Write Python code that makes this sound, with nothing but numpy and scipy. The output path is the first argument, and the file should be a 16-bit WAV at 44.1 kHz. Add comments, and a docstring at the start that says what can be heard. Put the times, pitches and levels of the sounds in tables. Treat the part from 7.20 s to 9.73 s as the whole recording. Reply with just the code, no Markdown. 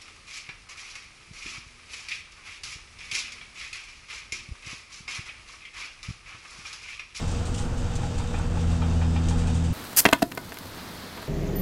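"""The drive of a turntable machine hums as it wraps a pallet in plastic film, and swells halfway through.
It is a stack of shaft orders, over steady mains and gear tones; filtered noise is the table's rumble.
Noise bursts through frame resonances make the clatter; random tiny snaps make the film hiss and crackle.
Film and clatter scatter back from a metal wall outdoors, and the film roll squeals faintly once."""
import sys
import numpy as np
from scipy import signal
from scipy.fft import rfft, irfft, next_fast_len
from scipy.io import wavfile
from scipy.ndimage import map_coordinates

SR = 44100
rng = np.random.default_rng(int(sys.argv[2]) if len(sys.argv) > 2 else 0)


def int16_out(signal):
    """Quantize to a 16-bit WAV file."""
    q = np.round(np.clip(np.atleast_2d(signal).T, -1, 1) * 32767)
    wavfile.write(sys.argv[1], SR, q.astype(np.int16))


N = 111573  # length in samples

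# Echo off the wall and the ground: level, time to fall 60 dB, gap before the first return.
WALL_DB, WALL_T60_S, WALL_DELAY_S = -10.5, 0.067, 0.0074

# Steady tones of the mains and the gearing. Each row: frequency in Hz, level in dB, unsteady share.
STEADY_TONES = [(102.3, -39.5, .6), (120, -39.5, .25), (236, -46, .9), (480, -47, .25), (561, -58, .9),
                (2665, -69, .6), (2932, -66.5, .3), (3655, -67.5, .5), (5119.4, -71, .2)]
TONE_FLUTTER_KNOTS_PER_S = 14

# Faint squeal of the film roll. One row: start in seconds, length in seconds, pitch in Hz, peak sine level in dB.
ROLL_SQUEAL = (1.78, .27, 5120, -57)

# Colour of the rolling table and the open air. Each row: frequency in Hz, relative level in dB.
RUMBLE_COLOUR = [(12, -3.5), (25, -2), (37, 4.5), (54, -9.5), (78, -4.5), (105, -9), (125, -10.5),
                 (142, -11.5), (175, -17.5), (195, -18), (215, -12.5), (235, -12.5), (265, -18.5),
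                 (320, -21.5), (400, -46), (700, -60)]
RUMBLE_DB = -29.5
# Colour of the grinding rollers. Each row: frequency in Hz, relative level in dB.
GRIND_COLOUR = [(150, 1), (300, -0.5), (345, 3), (380, -2.5), (440, 0), (490, 4.5), (535, -3), (570, -1),
                (650, -2), (830, 0.5), (980, -5.5), (1400, -5.5), (2200, -16), (3400, -22), (4200, -35.5),
                (9000, -36), (14000, -71)]
# Loudness of the grinding rollers. Each row: time in seconds, level in dB.
GRIND_LEVEL = [(0, -39), (.4, -38.5), (.6, -39), (.9, -39.5), (1.17, -39.5), (1.3, -38.5), (1.7, -39),
               (2.2, -38), (2.53, -41)]

# Clatter of the table. Each row: start in seconds, then the drive into the low, middle and high rings in dB.
CLATTER_HITS = [(.385, -41, -55, -51), (0.654, -42, -52, -54), (.785, -45, -48, -52),
                (0.827, -36.5, -44, -54), (0.994, -38, -43.5, -48), (1.136, -40, -39, -41.5),
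                (1.17, -52, -41.5, -63), (1.192, -42, -45, -55), (1.368, -35.5, -47, -45),
                (1.616, -33.5, -43, -39.5), (1.812, -33, -41.5, -39.5), (1.958, -39, -45.5, -38.5),
                (2.106, -36, -48, -51), (2.214, -44.5, -46, -46), (2.27, -43, -50, -41)]
HIT_RISE_S, HIT_DECAY_S = 0.0043, 0.019
# Steel frame, low, middle and high resonances. Each row: centre in Hz, width in Hz, relative level in dB.
FRAME_LOW_RINGS = [(836, 54, 3), (876, 26, -9.5)]
FRAME_MID_RINGS = [(1175, 74, -1), (1310, 120, 3), (1447, 65, 1), (1710, 150, -7)]
FRAME_HIGH_RINGS = [(1800, 100, -4), (2400, 45, 1), (2508, 35, -2), (2700, 70, -5), (2950, 60, -4),
                    (3225, 40, 1), (3540, 50, -5), (3670, 50, -5)]
FRAME_TOP_HZ = 4700

# Film peeling off the roll. Each row: time in seconds, level in dB.
PEEL_LEVEL = [(0, -45), (.3, -48), (.52, -50.5), (.9, -47.5), (1.1, -48), (1.3, -50.5), (1.42, -48),
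              (1.8, -50), (2.05, -47.5), (2.3, -47.5), (2.53, -51)]
# Colour of the peeling hiss. Each row: frequency in Hz, relative level in dB.
PEEL_COLOUR = [(500, -14), (1500, -3), (2800, 6.5), (4200, 3), (6300, 4), (8200, 3.5), (9200, -6.5),
               (10200, -14), (12000, -20), (15500, -42)]
# Resonances of the film carriage. Each row: centre in Hz, width in Hz, relative level in dB.
CARRIAGE_RINGS = [(2520, 17, 2), (2666, 43, 7), (2980, 48, -21), (2850, 100, -6), (3180, 100, 1),
                  (3377, 45, -4.5), (3644, 220, 2.5), (4625, 88, 3), (5340, 96, -10.5), (5980, 69, -6)]
CARRIAGE_DB, CARRIAGE_TOP_HZ = -54, 7000
# Bursts of crackle. Each row: start in seconds, level in dB, rise in seconds, decay in seconds.
CRACKLE_BURSTS = [(0.067, -47, 0.018, 0.035), (.11, -45, 0.0056, 0.013), (.253, -41.5, .002, 0.037),
                  (.337, -42, 0.0092, 0.046), (0.376, -42.5, .003, 0.05), (.565, -45.5, 0.016, 0.033),
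                  (.75, -38.5, 0.0057, 0.018), (.975, -41.5, 0.0087, 0.018), (1.072, -46, .002, 0.015),
                  (1.134, -52, .002, 0.018), (1.185, -43.5, 0.0016, 0.01), (1.51, -47.5, 0.0065, 0.029),
                  (2.085, -36, .001, 0.025), (2.178, -44.5, 0.003, 0.054), (2.268, -45, 0.0053, .022),
                  (2.342, -43.5, 0.0053, 0.038), (2.435, -47, 0.0053, 0.039)]
# Colour of the crackle. Each row: frequency in Hz, relative level in dB.
CRACKLE_COLOUR = [(800, -19), (2000, -5), (3000, 4.5), (4500, -1), (6300, 2.5), (8300, 3.5), (9400, -4),
                  (10400, -16.5), (12500, -20), (15500, -38)]
PEEL_GRAINS_PER_S, CRACKLE_GRAINS_PER_S, GRAIN_SPREAD_DB = 3500, 4000, 1.5

# The drive. Each row: time in seconds, shaft speed in Hz, level in dB before the order balance.
DRIVE_CURVE = [(0, 81.94, -30.5), (.5, 82.04, -33.5), (1.15, 82.55, -32), (1.42, 82.55, -25),
               (1.8, 82.27, -23), (2.1, 82.78, -22.5), (2.53, 82.5, -23.5)]
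# Balance of its orders. Each row: multiple of shaft speed, relative level in dB, level waver in dB.
SHAFT_ORDERS = [(1, -1, 0.84), (2, -7, 0.7), (3, -14, -0.1), (4, -29, 2), (5, -33.5, -0.5)]
SPEED_WAVER = 0.0031  # share of the shaft speed

# Treble loss of the microphone. Each row: frequency in Hz, gain in dB.
MIC_TREBLE = [(10500, 0), (12500, -4), (15500, -11)]
MIC_TOP_HZ = 15700


def amp(db):
    """Decibels to linear gain."""
    return 10 ** (np.asarray(db) / 20)


def unit(x):
    """x scaled to rms 1."""
    return x / np.sqrt(np.mean(x ** 2) + 1e-20)


def clock():
    """Time of every sample in seconds."""
    return np.arange(N) / SR


def curves(rows):
    """One value per sample for each column after the time."""
    times, *columns = np.transpose(rows)
    return [np.interp(clock(), times, column) for column in columns]


def wobble(rate):
    """A smooth random curve, rate knots a second."""
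    return map_coordinates(rng.standard_normal(400), [clock() * rate + 2], mode="wrap")


def filtered(x, response):
    """x times a complex response of frequency."""
    size = next_fast_len(N + SR // 2)  # padded so that tails do not wrap round
    spectrum = rfft(x, size) * response(np.fft.rfftfreq(size, 1 / SR))
    return irfft(spectrum, size)[:N]


def coloured(x, points):
    """x shaped by (Hz, dB) points along log frequency, at rms 1."""
    hz, db = np.transpose(points)
    return unit(filtered(x, lambda f: amp(np.interp(np.log(f + 1), np.log(hz + 1), db))))


def ringing(x, modes, top_hz):
    """x through parallel resonances, dull above top_hz; keeps the power of white noise."""
    def response(f):
        h = sum(amp(db) * 1j * f * width / (centre ** 2 - f * f + 1j * f * width)
                for centre, width, db in modes)
        h = h / (1 + (f / top_hz) ** 6)
        return h / np.sqrt(np.mean(abs(h) ** 2))
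    return filtered(x, response)


def grains(rate):
    """Tiny snaps of uneven size and random sign at random moments, at rms 1."""
    size = amp(GRAIN_SPREAD_DB * np.clip(rng.standard_normal(N), -2, 2))
    sign = np.sign(rng.standard_normal(N))
    happens = rng.random(N) < rate / SR
    return unit(size * sign * happens)


def burst(start, rise, decay):
    """A straight rise and an exponential fall."""
    t = clock() - start
    return np.clip(t / rise, 0, 1) * np.exp(-np.maximum(t - rise, 0) / decay)


def wall(x):
    """The wall and the ground scatter sound back as a short, decaying noise tail."""
    t = np.arange(SR // 3) / SR
    tail = rng.standard_normal(len(t)) * amp(-60 * t / WALL_T60_S) * (t > WALL_DELAY_S)
    return signal.fftconvolve(x, tail / np.linalg.norm(tail))[:N]


def tones():
    """Mains buzz and gear whine: each line flutters a little in level and phase."""
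    out = np.zeros(N)
    for hz, db, unsteady in STEADY_TONES:
        drift = wobble(TONE_FLUTTER_KNOTS_PER_S) + 1j * wobble(TONE_FLUTTER_KNOTS_PER_S)
        line = np.exp(2j * np.pi * (hz * clock() + rng.random()))
        out += amp(db) * unit(np.real((1 + unsteady * drift) * line))
    return out


def squeal():
    """The film roll squeals: a thin tone of wavering phase that swells and fades."""
    start, length, hz, db = ROLL_SQUEAL
    swell = np.sin(np.pi * np.clip((clock() - start) / length, 0, 1))
    return amp(db) * swell * np.sin(2 * np.pi * hz * clock() + 0.3 * wobble(30))


def turntable():
    """The loaded table rumbles and grinds on its rollers, two bands of shaped noise."""
    grind_db, = curves(GRIND_LEVEL)
    grind_db = grind_db + 0.74 * wobble(27.81)
    rumble = amp(RUMBLE_DB) * coloured(rng.standard_normal(N), RUMBLE_COLOUR)
    grind = amp(grind_db) * coloured(rng.standard_normal(N), GRIND_COLOUR)
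    return rumble + grind


def clatter():
    """Short noisy rattles ring the steel frame, each with its own mix of low, middle and high rings."""
    starts, *levels_db = np.transpose(CLATTER_HITS)
    shapes = np.array([burst(start, HIT_RISE_S, HIT_DECAY_S) for start in starts])
    out = np.zeros(N)
    for db, modes in zip(levels_db, (FRAME_LOW_RINGS, FRAME_MID_RINGS, FRAME_HIGH_RINGS)):
        rattle = amp(db) @ shapes * rng.standard_normal(N)
        out += ringing(rattle, modes, FRAME_TOP_HZ)
    return out


def film():
    """Film peels in a fine crackle that rings its carriage, and lets go in louder bursts."""
    peel_db, = curves(PEEL_LEVEL)
    peel_db = peel_db + 1.1 * wobble(26)
    peel = amp(peel_db) * coloured(grains(PEEL_GRAINS_PER_S), PEEL_COLOUR)
    # the carriage follows the ups and downs of the peel around its own level
    carriage_db = CARRIAGE_DB + peel_db - peel_db.mean()
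    carriage = ringing(amp(carriage_db) * grains(PEEL_GRAINS_PER_S), CARRIAGE_RINGS, CARRIAGE_TOP_HZ)
    release = sum(amp(db) * burst(s, rise, decay) for s, db, rise, decay in CRACKLE_BURSTS)
    crackle = release * coloured(grains(CRACKLE_GRAINS_PER_S), CRACKLE_COLOUR)
    return peel + carriage + crackle


def drive():
    """The hum: whole multiples of a wavering shaft speed that swell together."""
    hz, level_db = curves(DRIVE_CURVE)
    turn = 2 * np.pi * np.cumsum(hz * (1 + SPEED_WAVER * wobble(7.64))) / SR
    out = np.zeros(N)
    for multiple, db, waver_db in SHAFT_ORDERS:
        gain = amp(level_db + db + waver_db * wobble(12))
        out += gain * np.sin(round(multiple) * turn + 2 * np.pi * rng.random())
    return out * np.sqrt(2)  # levels are rms


def scene():
    """The whole machine, with the wall answering only the film and the clatter."""
    sharp = film() + clatter()
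    echo = amp(WALL_DB) * wall(sharp)
    return (tones() + squeal() + turntable() + drive() + sharp + echo)[None]


def record(dry):
    """The microphone dulls the highest treble and passes nothing from its band limit up."""
    hz, db = np.transpose(MIC_TREBLE)
    return filtered(dry[0], lambda f: amp(np.interp(f, hz, db)) * (f < MIC_TOP_HZ))[None]


dry = scene()
out = record(dry)
int16_out(out)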